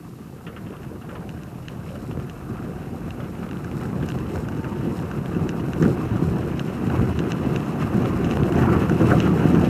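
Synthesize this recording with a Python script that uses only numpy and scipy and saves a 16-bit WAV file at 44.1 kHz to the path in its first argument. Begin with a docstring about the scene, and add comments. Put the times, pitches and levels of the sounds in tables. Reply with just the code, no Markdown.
"""Tyres drum over cobbles and the cabin booms, heard inside a car that gathers speed: irregular impulses excite
shaped spectra. Deeper joints thump as single pushes; loose stones crunch as clusters of decaying sines.
Plastic trim snaps and chatters, grit ticks, and a small metal part jingles: impulses through resonant bodies.
Under it the engine hums as one sine, with two faint whines locked to its rate, over a steady filtered hiss."""
import sys
import numpy as np
from scipy import signal
from scipy.fft import rfft, irfft, next_fast_len
from scipy.io import wavfile
from scipy.ndimage import uniform_filter1d, map_coordinates

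SR = 44100
rng = np.random.default_rng(int(sys.argv[2]) if len(sys.argv) > 2 else 0)


def unload_wav(signal):
    """Save mono or channel-first audio to the path in sys.argv[1] as 16-bit WAV at rate SR, clipped to [-1, 1]."""
    wavfile.write(
        sys.argv[1],
        SR,
        np.round(np.clip(np.atleast_2d(signal).T, -1, 1) * 32767).astype(np.int16),
    )


N = 427329  # samples


def amp(db):
    """Logarithmic level: decibels to linear gain."""
    return 10 ** (np.asarray(db) / 20)


def unit(x):
    """Normalisation by mean power: x scaled to rms 1."""
    return x / np.sqrt(np.mean(x ** 2) + 1e-20)


def curves(rows):
    """Linear interpolation in time: one value per sample for each column after t/s."""
    s, *cols = np.transpose(rows)
    return [np.interp(np.arange(N) / SR, s, c) for c in cols]


def wobble(rate):
    """Band-limited random modulation: a smooth curve through rate random knots a second."""
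    knots = rng.standard_normal(int(N * rate / SR) + 4)
    return map_coordinates(knots, [np.arange(N) * rate / SR])


def filtered(x, response):
    """Linear filtering: the spectrum of x times a complex response of frequency."""
    size = 2 * next_fast_len(len(x) // 2 + SR // 8)
    return irfft(rfft(x, size) * response(np.fft.rfftfreq(size, 1 / SR)), size)[:len(x)]


def coloured(x, points):
    """Minimum phase: x through a causal body whose gain follows the (f/Hz, level/dB) points."""
    f, db = np.transpose(points)

    def response(hz):
        gain_db = np.interp(np.log(hz + 1), np.log(f + 1), db)
        cepstrum = irfft(np.log(amp(gain_db)))
        half = len(cepstrum) // 2
        # folding the cepstrum forward in time makes the response causal
        return np.exp(rfft(np.r_[cepstrum[0], 2 * cepstrum[1:half]], 2 * half))
    return filtered(x, response)


def rung(x, modes):
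    """Modal superposition: x through parallel (f/Hz, width/Hz, level/dB) resonances of alternating sign."""
    def response(f):
        total = 0
        for k, (centre, width, db) in enumerate(modes):
            damping = 1j * f * width
            total = total + (-1) ** k * amp(db) * damping / (centre * centre - f * f + damping)
        return total
    return filtered(x, response)


def contacts(rate, scatter_db):
    """Random impulsive excitation: about rate impulses a second, of uneven size and either sign, with rms 1."""
    hits = rng.random(N) < rate / SR
    signs = rng.choice([-1, 1], N)
    return unit(hits * signs * amp(scatter_db * rng.standard_normal(N)))


def levelled(x, span):
    """Running power normalisation: x held near rms 1 over about span seconds, its quick grain kept."""
    width = int(span * SR) + 1
    power = uniform_filter1d(uniform_filter1d(x ** 2, width), width)
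    return x / np.sqrt(np.abs(power) + 1e-12)


def add(track, s, sound):
    """Superposition: mix a sound into the track, in place, at s seconds."""
    part = track[max(round(s * SR), 0):][:len(sound)]
    part += sound[:len(part)]


START_SPEED = .5  # share of the top speed


def at_speed(level_db, speed):
    """Speed-dependent excitation: a level climbing linearly in dB from its starting to its top-speed value."""
    return np.interp(speed, [START_SPEED, 1], level_db)


def cabin(x, wet_db):
    """Diffuse reflection: glass and seats throw back a dense, very short reverberation."""
    t = np.arange(SR // 12) / SR
    tail = rng.standard_normal(len(t)) * amp(-60 * t / 0.21) * (t > .002)  # T60 of 0.21 s
    return x + amp(wet_db) * signal.fftconvolve(x, tail / np.linalg.norm(tail))[:N]


def knocks(rows, body):
    """Impulse response: single pushes at t/s, each ringing the body's spectrum up to its peak level/dB."""
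    out = np.zeros(N)
    thud = coloured(signal.unit_impulse(SR // 5), body)
    for s, db in rows:
        add(out, s, amp(db) * thud / np.abs(thud).max())
    return out


# relative spectrum of the microphone's own hiss: f/Hz, level/dB
HISS_SPECTRUM = [(2000, 5.5), (5000, 2.5), (9000, 1.5), (13000, 4), (15000, -4)]


def microphone_hiss():
    """Stationary noise: the microphone's own noise, random and steady, with a shaped spectrum."""
    return amp(-58.5) * unit(coloured(rng.standard_normal(N), HISS_SPECTRUM))


# engine speed over time: t/s, firing rate f/Hz
FIRING_RATE = [(0, 28), (1.2, 38.2), (2.1, 48), (2.3, 49.8), (2.45, 50.4), (2.8, 53.1), (3.8, 59),
               (4.02, 58.8), (4.4, 60.7), (4.7, 63.1), (4.9, 63.4), (5.4, 65.2), (5.6, 65.2), (6.2, 67.2),
               (7, 68.9), (8, 73.4), (8.8, 77.6), (9.2, 80.1), (9.69, 82)]
# hum as the firing rate passes the cabin's resonances: firing rate f/Hz, rms level/dB
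HUM_RESPONSE = [(28, -60), (39, -57), (48, -50), (53, -46), (59, -46), (64, -46), (72, -49), (75.5, -34),
                (77.5, -27), (79.5, -35), (82, -37)]
# body resonances and dead spots that the whines climb through: f/Hz, half-width/Hz, level change/dB
BODY_PEAKS = [(552, 10, 2), (584, 16, 2.5), (722, 22, 4), (768, 14, 3), (810, 15, -4), (847, 9, 6.5),
              (868, 6, -1), (903, 12, 13), (939, 7, 2), (968, 12, 4)]
HIGH_WHINE_ORDER, LOW_WHINE_ORDER = 14.4, 9  # multiples of the firing rate
# dB at starting and top speed, before the body peaks and the waver
HIGH_WHINE_DB, LOW_WHINE_DB = (-61.5, -55), (-76, -46.5)


def engine(speed):
    """Order-locked tones: the firing hum, and two unsteady whines from toothed parts geared to the crank."""
    hz, = curves(FIRING_RATE)
    unsteady_hz = hz * (1 + 0.0048 * wobble(35))
    phase = 2 * np.pi * np.cumsum(unsteady_hz) / SR

    def whine(order, level_db, waver_db):
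        swell_db = 0
        for centre, half_width, db in BODY_PEAKS:
            swell_db = swell_db + db / (1 + ((order * hz - centre) / half_width) ** 2)
        return amp(at_speed(level_db, speed) + swell_db + waver_db) * np.sin(order * phase)

    hum_db = np.interp(hz, *np.transpose(HUM_RESPONSE)) + 0.67 * wobble(6.9)
    hum = amp(hum_db) * np.sin(phase)
    high_whine = whine(HIGH_WHINE_ORDER, HIGH_WHINE_DB, 2.0 * wobble(14))
    low_whine = whine(LOW_WHINE_ORDER, LOW_WHINE_DB, 2.5 * wobble(5))
    return np.sqrt(2) * (hum + high_whine + low_whine)  # sine amplitude from rms


# relative spectrum of the rattling trim: f/Hz, level/dB
TRIM_SPECTRUM = [(1100, -22.5), (1800, 4), (2250, -1.5), (2650, 6), (2850, 3), (3120, -3), (3600, -10.5),
                 (3950, -9), (4700, -16.5), (6500, -13), (11000, -100)]
# resonances of the small metal part: f/Hz, width/Hz, relative level/dB
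METAL_MODES = [(4000, 490, 0), (5390, 310, 2.5), (6200, 1160, -6.5), (7050, 310, 1.5), (8000, 960, -3.5),
               (11000, 3300, -10), (12650, 430, -2.5), (13600, 690, -14)]
# flurries of metal taps: middle t/s, level at the middle/dB
FLURRIES = [(1.92, -59.5), (2.07, -60), (3.81, -55), (4.09, -55), (4.36, -55), (4.98, -55.5), (5.86, -51),
            (6.28, -56), (9.11, -50)]
FLURRY_S, FLURRY_RATE = 0.077, 280  # half-length (s) to 1/e of the middle amplitude; taps a second
TRIM_DB, METAL_DB = (-62, -43.5), (-68.5, -53.5)  # at starting and top speed


def loose_parts(speed, bumps):
    """Shaken contact: trim and a small metal part rattle harder with speed; in flurries the part hops in taps."""
    shaken = contacts(2200 * speed, scatter_db=1.5) * amp(3.9 * bumps)
    trim = unit(cabin(coloured(shaken, TRIM_SPECTRUM), wet_db=-7.5))
    jingle_hits = contacts(800 * speed, scatter_db=-1.0) * amp(1.0 * bumps + 3.5 * wobble(30))
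    metal = levelled(cabin(rung(jingle_hits, METAL_MODES), wet_db=-11), span=.12)
    taps = rung(contacts(FLURRY_RATE, scatter_db=2), METAL_MODES)
    hops = levelled(cabin(taps, wet_db=-14), span=.08)
    t = np.arange(N) / SR
    flurries = np.zeros(N)
    for s, db in FLURRIES:
        flurries += amp(db) * np.exp(-np.minimum(((t - s) / FLURRY_S) ** 2, 20))
    steady = amp(at_speed(TRIM_DB, speed)) * trim + amp(at_speed(METAL_DB, speed)) * metal
    return steady + flurries * hops


# buzzes of a loose panel: t/s, level/dB (before an 18 dB cut), upper modes' level/dB, upper edge f/Hz
CHATTER = [(0.466, -30, 0.5, 3900), (.479, -38, -4, 2800), (0.5635, -31.5, -3, 3500),
           (0.577, -39, -12, 2500), (.6629, -38.5, 4, 3600), (0.728, -40, 0, 3800), (0.764, -44, 0, 4000),
           (1.013, -38, 1, 3300), (1.0907, -34, -4, 3500), (1.1524, -32, -2, 6000), (1.8876, -40, 8, 8000),
           (1.954, -35, 0, 6000), (2.111, -39, 7, 7000), (3.202, -34, -1, 6000),
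           (3.4296, -31.5, -8.5, 4500), (3.81, -32, -12, 4000), (4.025, -30, -3, 4000),
           (5.826, -24, -10, 6000)]
# panel resonances, two low then two high: f/Hz, width/Hz, relative level/dB
PANEL_MODES = [(1210, 250, 11.5), (1670, 550, 8), (2700, 290, 10), (3040, 570, 5)]
CHATTER_RATE, CHATTER_FIRST = 2200, 1.5  # taps a second; size of the first tap against the others
CHATTER_T60_S = (.12, 0.092)  # decay of the taps that drive the low and the high resonances


def chatter():
    """Repeated impact: a panel bounces on its seat in a dense buzz that starts sharply and dulls as it dies."""
    out, t = np.zeros(N), np.arange(SR // 8) / SR
    for s, db, bright_db, edge_hz in CHATTER:
        taps = (rng.random(len(t)) < CHATTER_RATE / SR) * rng.choice([-1, 1], len(t))
        taps[0] = CHATTER_FIRST
        low_t60, high_t60 = CHATTER_T60_S
        low = rung(taps * amp(-60 * t / low_t60), PANEL_MODES[:2])
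        high = rung(taps * amp(-60 * t / high_t60), PANEL_MODES[2:])
        lowpass = signal.butter(6, min(edge_hz, SR / 3), fs=SR, output="sos")
        buzz = signal.sosfilt(lowpass, low + amp(bright_db) * high)
        add(out, s, amp(db - 18.0) * unit(buzz))
    return out


# dashboard spectrum before each snap's own colour: f/Hz, relative level/dB
DASH_SPECTRUM = [(300, -17.5), (950, -11), (1550, 6), (2150, -3.5), (2780, 7.5), (3350, -4.5), (4100, -7.5),
                 (4800, -10.5), (5400, -3), (6600, -1.5), (8000, -16), (9200, -34), (14000, -53)]
SLIP_S, SLIP_SHARE = .0009, .55  # lead of the first slip over the snap, and its size against the snap
SCRAPE_SHARE, SCRAPE_T60_S = .06, .018  # size and decay of the rough scrape
REBOUND_DB, REBOUND_S = -17, (0.004, 0.013)  # size of the settling taps; span they fall in after the first slip
SPOT_OCT = .03  # greatest shift in pitch from snap to snap


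def snap(hollow_db, brittle_db):
    """Stick-slip: plastic slips a little, lets go harder about a millisecond later, then settles; peak 1."""
    t = np.arange(SR // 30) / SR
    push = SCRAPE_SHARE * amp(-60 * t / SCRAPE_T60_S) * rng.standard_normal(len(t))
    push[0] += SLIP_SHARE
    push[round(SR * SLIP_S * rng.uniform(.96, 1.04))] -= 1
    rebounds = (SR * rng.uniform(*REBOUND_S, size=4)).astype(int) % len(t)
    push[rebounds] += amp(REBOUND_DB) * rng.standard_normal(size=4)
    spot = 2 ** (SPOT_OCT * rng.uniform(-1, 1))
    # hollowness lifts the points below 2 kHz, brittleness those above 4.5 kHz
    body = [(spot * hz, level + hollow_db * (hz < 2000) + brittle_db * (hz > 4500))
            for hz, level in DASH_SPECTRUM]
    sound = coloured(push, body)
    return sound / np.abs(sound).max()


# loud dry snaps of the dashboard: t/s, peak level/dB, hollowness/dB, brittleness/dB
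LOUD_TICKS = [(.832, -32.5, 11, -6), (1.292, -27.5, -3, -8), (1.434, -32, -1, -2), (1.6834, -21, -3, -10),
              (2.297, -25.5, 2, -5), (3.1062, -27, -9, -10), (3.5117, -25.5, 1, -8), (3.6456, -27, 22, 5),
              (3.854, -28.5, 20, -9), (4.0878, -22.5, 4, 3), (4.1021, -23, 3, -8), (4.187, -27, 8, -3),
              (4.358, -25, 10, -5), (4.4864, -24.5, 12, -2), (4.644, -25, 11, -9), (5.1135, -23, 12, -5),
              (5.4914, -16.5, 1, -2), (5.7335, -20, 6, -5), (5.824, -19.5, 12, 5),
              (6.5948, -17.5, -3.5, -10), (6.901, -21, 16, -14), (7.1906, -18, 0, -7),
              (7.3195, -14, 1, -3.5), (7.561, -17, -1, -7), (8.245, -20, 2, -7), (8.311, -19, -4, -8),
              (8.523, -21, 2.5, -5), (8.897, -17.5, 18, 0), (9.2023, -14, -13, -10)]
# faint snaps: how many a second; middle peak dB at starting and top speed; scatter of that level
FAINT_TICK_RATE, FAINT_TICK_DB, FAINT_TICK_SCATTER_DB = 7, (-48, -26), 1
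FAINT_COLOUR_DB, FAINT_COLOUR_SCATTER_DB = (5, -1.5), 2.5  # middle hollowness and brittleness; their scatter


def ticks(speed):
    """Strain release: the dashboard snaps as the body twists, loudly at set times and faintly at random."""
    out = np.zeros(N)
    for s, db, hollow_db, brittle_db in LOUD_TICKS:
        add(out, s, amp(db) * snap(hollow_db, brittle_db))
    for i in np.flatnonzero(rng.random(N) < FAINT_TICK_RATE / SR):
        db = at_speed(FAINT_TICK_DB, speed[i]) + FAINT_TICK_SCATTER_DB * rng.standard_normal()
        colour_db = np.array(FAINT_COLOUR_DB) + FAINT_COLOUR_SCATTER_DB * rng.standard_normal(2)
        add(out, i / SR, amp(db) * snap(*colour_db))
    return out


# chips of grit flung against the wheel arches: t/s, peak level/dB
CHIPS = [(.707, -37), (.768, -37), (1.115, -33), (1.708, -41), (1.881, -37), (1.917, -35), (2.111, -32),
         (2.2, -32), (2.57, -33), (3.244, -33), (3.353, -32), (3.491, -30), (3.532, -29), (3.571, -31),
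         (3.715, -28), (3.777, -32), (4.12, -24), (4.379, -30), (4.991, -29), (5.26, -25), (6.29, -33),
         (6.87, -26), (6.962, -34), (7.02, -31), (7.24, -28), (7.605, -29), (8.058, -21), (8.371, -21),
         (8.434, -20), (9.228, -25), (9.55, -24)]
# wheel-arch spectrum before each chip's shift in pitch: f/Hz, relative level/dB
ARCH_SPECTRUM = [(500, -7), (1300, 8), (2000, 2), (2800, 6), (4500, -13), (7000, -18), (12000, -26)]
CHIP_OCT = .2  # greatest shift in pitch from chip to chip


def chips():
    """Damped impact: each chip of grit gives one dry, dead tick at its own pitch."""
    out = np.zeros(N)
    for s, db in CHIPS:
        pitch = 2 ** (CHIP_OCT * rng.uniform(-1, 1))
        out += knocks([(s, db)], [(pitch * hz, level) for hz, level in ARCH_SPECTRUM])
    return out


CLACK_CYCLES = 16  # a clack falls 60 dB within this many cycles


def clacks(starts, hz, spread_oct, scatter_db, size):
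    """Damped oscillation: stone meets stone at the given samples, each a brief ring of its own pitch and size."""
    t = np.arange(SR // 30) / SR
    pitch, strength, side = rng.standard_normal((len(starts), 3)).clip(-2, 2).T[:, :, None]
    cycles = hz * 2 ** (spread_oct * pitch) * t
    envelope = amp(scatter_db * strength - 60 * cycles / CLACK_CYCLES) * (1 - np.exp(-2 * cycles))
    rings = np.sign(side) * envelope * np.sin(2 * np.pi * cycles)
    places = starts[:, None] + np.arange(len(t))
    return np.bincount(places.ravel(), rings.ravel(), size)[:size]


# loose stones shifting under a tyre: t/s, length/s, level before reverberation/dB, middle pitch f/Hz
CRUNCHES = [(0.464, 0.042, -44, 460), (0.698, 0.061, -42, 473), (0.707, 0.067, -51, 1200),
            (0.908, 0.046, -44, 437), (1.101, .03, -48, 1300), (1.153, .04, -48, 1050),
            (1.169, 0.079, -47, 486), (1.88, 0.078, -41, 510), (2.143, 0.054, -42, 496),
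            (2.557, 0.19, -48.5, 1290), (2.677, 0.048, -40, 460), (3.185, 0.04, -38.5, 506),
            (3.418, 0.034, -52, 1210), (3.543, 0.035, -56, 1240), (4.015, 0.046, -39, 443),
            (4.307, .09, -35.5, 446), (5.814, 0.052, -35.5, 1300), (5.83, .07, -31, 455),
            (6.245, 0.11, -45, 397), (7.448, 0.029, -30, 397), (8.183, 0.031, -29, 423),
            (8.634, 0.06, -29.5, 1080), (8.721, .05, -30.5, 1130), (9.099, 0.028, -24.5, 1280)]
CRUNCH_RATE, CRUNCH_PITCH_OCT, CRUNCH_SCATTER_DB = 260, 0.18, 4.5  # clacks a second, spread of pitch and size
# grit: clacks a second at top speed, middle pitch, spread of pitch and size
GRIT_RATE, GRIT_HZ, GRIT_PITCH_OCT, GRIT_SCATTER_DB = 170, 1200, .4, 3
GRIT_DB = (-60, -42)  # at starting and top speed, before reverberation


def gravel(speed):
    """Granular superposition: grit clacks under the tyres all along, and loose stones shift in tight clusters."""
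    starts = np.flatnonzero(rng.random(N) < GRIT_RATE * speed / SR)
    grit = unit(clacks(starts, GRIT_HZ, GRIT_PITCH_OCT, GRIT_SCATTER_DB, size=N))
    out = amp(at_speed(GRIT_DB, speed)) * grit
    for s, length, db, hz in CRUNCHES:
        starts = np.r_[0, rng.random(int(CRUNCH_RATE * length)) * length * SR].astype(int)
        cluster = clacks(starts, hz, CRUNCH_PITCH_OCT, CRUNCH_SCATTER_DB, size=SR // 5)
        add(out, s, amp(db) * cluster * np.sqrt(length * SR) / np.linalg.norm(cluster))
    return cabin(out, wet_db=-13)


# deep joints in the paving: t/s, peak level/dB before a 1.5 dB cut
JOLTS = [(.915, -23), (1.526, -25), (2.173, -22), (2.5, -21), (4.029, -14), (4.871, -18), (5.394, -19),
         (5.814, -7), (5.826, -5.5), (5.859, -9), (6.222, -8.5), (6.282, -14), (6.873, -10), (7.013, -9.5),
         (7.946, -22), (8.424, -10), (8.733, -16), (9.02, -18), (9.116, -16), (9.454, -3), (9.544, -13)]
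# single stones that knock a tyre: t/s, peak level/dB before a 5 dB cut
STONES = [(.411, -30), (1.904, -29), (2.113, -22), (2.173, -20), (3.202, -27), (3.465, -22), (3.645, -24),
          (3.854, -30), (4.486, -20), (5.628, -29), (5.684, -19), (5.975, -17), (6.962, -17), (6.997, -15),
          (7.013, -19), (7.074, -16), (7.828, -20), (8.372, -10.5), (8.896, -10), (9.124, -21),
          (9.277, -12)]
# cabin spectrum, which the tyres' drumming shares: f/Hz, relative level/dB
CABIN_SPECTRUM = [(50, -57), (88, -19.5), (120, 0), (163, 2), (205, -1.5), (228, -0.5), (268, -5),
                  (300, -3.5), (375, -5.5), (420, -12.5), (462, -12.5), (520, -25.5), (750, -36),
                  (1300, -100)]
# tread spectrum, which the tyres' roar shares: f/Hz, relative level/dB
ROAR_SPECTRUM = [(280, -20.5), (450, 1), (535, 0), (615, -3.5), (680, -3.5), (722, -1), (770, -3.5),
                 (830, -7.5), (920, -6), (1020, -7), (1200, -5.5), (1500, -9), (1750, -16), (2000, -22),
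                 (2300, -20.5), (3600, -41)]


def jolts():
    """Impulsive excitation: a wheel drops into a joint and rings the cabin; a proud stone knocks the tyre."""
    return amp(-1.5) * knocks(JOLTS, CABIN_SPECTRUM) + amp(-5.0) * knocks(STONES, ROAR_SPECTRUM)


# rougher (+) and smoother (-) paving: middle t/s, length/s, boom change/dB, drumming change/dB, roar change/dB
PATCHES = [(0.153, 0.98, -5, -1.5, -3), (0.557, 0.42, 0, 0, 1.5), (1.16, 0.34, 1, 0, 5.5),
           (1.258, .08, 5, 5, 1), (1.6, 0.45, -2, -3, -2), (2.178, 0.69, 5, 2, 0.5),
           (2.38, 0.46, -2.5, -4.5, -1), (2.513, 0.1, 8.5, 8.5, 1.5), (2.94, .08, 6, 0.5, 1),
           (3.12, 0.087, 4, -3.5, -1), (3.37, 0.4, -2, -1.5, 0), (3.614, 0.11, -4, -3, -2),
           (3.98, 0.86, 4.5, 2.5, 1.5), (4.372, 0.1, 8.5, -0.5, 5), (4.886, 0.2, 0, 5, 1.5),
           (5.083, 0.1, 1, -6.5, 2), (5.247, 0.1, -9, -4, -1), (5.412, 0.23, 4.5, 5, 1),
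           (5.74, .1, -1, 0.5, -0.5), (5.856, 0.24, 5.5, 7.5, 2.5), (6.11, 0.23, 6.5, 1, 0),
           (6.288, 0.13, 9, 6, 1.5), (6.68, 0.6, -5, -2.5, -2.5), (7.012, 0.33, 8.5, 1, 3.5),
           (7.15, 0.13, 3, -4.5, -7), (7.36, 0.26, -4, -3, -2), (7.69, 0.38, -9, -4.5, -3),
           (7.895, 0.094, -2, -7, 0.5), (8.12, 0.28, -1, -1.5, 0.5), (8.33, 0.054, 1, -3, -1),
           (8.667, 0.57, 2.5, 2.5, 3.5), (8.86, 0.071, -2, -3, -0.5), (8.987, 0.075, -6, -6.5, -2),
           (9.082, 0.34, 5, 3, 5), (9.35, 0.13, -9, 0, 0), (9.57, 0.088, 4, 3.5, 2)]


def paving():
    """Roughness modulation: decibels that stretches of paving add to boom, drum and roar, smoothly on and off."""
    t = np.arange(N) / SR
    lift_db = np.zeros((3, N))
    for s, length, *db in PATCHES:
        on = np.abs(t - s) < length / 2
        lift_db[:, on] += np.outer(db, np.cos(np.pi * (t[on] - s) / length) ** 2)
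    return lift_db


STONE_PATCH_HZ, STONE_PATCH_S = 170, .035  # how far in pitch and time one stone colours the roar


def stone_coloured(x, depth_db):
    """Time-varying filtering: stones meet the tread differently, so the roar swells in one band, then another."""
    z = signal.stft(x, nperseg=512)[2]
    rows, cols = np.indices(z.shape)
    where = [rows * SR / 512 / STONE_PATCH_HZ, cols * 256 / SR / STONE_PATCH_S]
    knots = rng.standard_normal([int(w.max()) + 2 for w in where])
    field = map_coordinates(knots, where, order=1)
    return signal.istft(z * amp(depth_db * unit(field)), nperseg=512)[1][:N]


# spectrum of the low cabin boom: f/Hz, relative level/dB
BOOM_SPECTRUM = [(15, -41), (25, -30), (33, -18), (44, -6.5), (54, -6), (66, -6), (73, -10), (80, 5.5),
                 (90, -0.5), (108, -2), (122, 0), (132, -5), (200, -40), (400, -100)]
# dB at starting and top speed, before the paving's changes
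BOOM_DB, DRUM_DB, ROAR_DB = (-43.5, -27), (-38, -17.5), (-49, -30)
UNEVEN_RATE, UNEVEN_DRUM_DB = 12, 0.58  # chance unevenness: knots a second, typical swing of the drumming
LUMPS_DB, LUMP_RATE = 2.5, 35  # blows in the roar: typical swing on the roughest paving, knots a second


def tyres(speed, bumps):
    """Forced vibration: stone edges strike more often and harder with speed; body and cabin air answer."""
    boom_lift, drum_lift, roar_lift = paving()
    boom_db = at_speed(BOOM_DB, speed) + boom_lift
    drum_db = at_speed(DRUM_DB, speed) + drum_lift + UNEVEN_DRUM_DB * wobble(UNEVEN_RATE)
    # the rougher the paving, the more the roar breaks into blows
    roughness = np.maximum(roar_lift, 0) / roar_lift.max()
    roar_db = at_speed(ROAR_DB, speed) + roar_lift + LUMPS_DB * roughness * wobble(LUMP_RATE)
    boom = levelled(coloured(contacts(400 * speed, scatter_db=1.5), BOOM_SPECTRUM), span=0.27)
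    blows = coloured(contacts(650 * speed, scatter_db=1.5) * amp(0.44 * bumps), CABIN_SPECTRUM)
    # at low speed each blow is softer, so the upper resonances stay weaker
    soft = filtered(blows, lambda hz: 1 / (1 + (hz / 220) ** 4))
    drum = levelled(soft + amp(9.8 * (speed - 0.87)) * (blows - soft), span=0.15)
    # the tread slaps and scrubs on the stones
    slaps = coloured(contacts(2000 * speed, scatter_db=0.5) * amp(1.84 * bumps), ROAR_SPECTRUM)
    roar = levelled(stone_coloured(cabin(slaps, wet_db=-18), depth_db=2.2), span=.2)
    return amp(boom_db) * boom + amp(drum_db) * drum + amp(roar_db) * roar


def scene():
    """Superposition: all sources summed in the cabin, with speed rising evenly and shared bumps."""
    speed = np.linspace(START_SPEED, 1, N)
    bumps = 0.44 * wobble(28) + 0.48 * wobble(90)
    background = microphone_hiss() + engine(speed)
    plastic_and_metal = loose_parts(speed, bumps) + chatter() + ticks(speed)
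    road = chips() + gravel(speed) + jolts() + tyres(speed, bumps)
    return (background + plastic_and_metal + road)[None]


TOP_HZ = 14850  # band limit


def record(dry):
    """Band limitation: the microphone loses the deepest bass, and nothing passes above the band limit."""
    def response(hz):
        return hz ** 4 / (hz ** 4 + 36 ** 4) * (hz < TOP_HZ)
    return np.array([filtered(x, response) for x in dry])


dry = scene()
out = record(dry)
unload_wav(out)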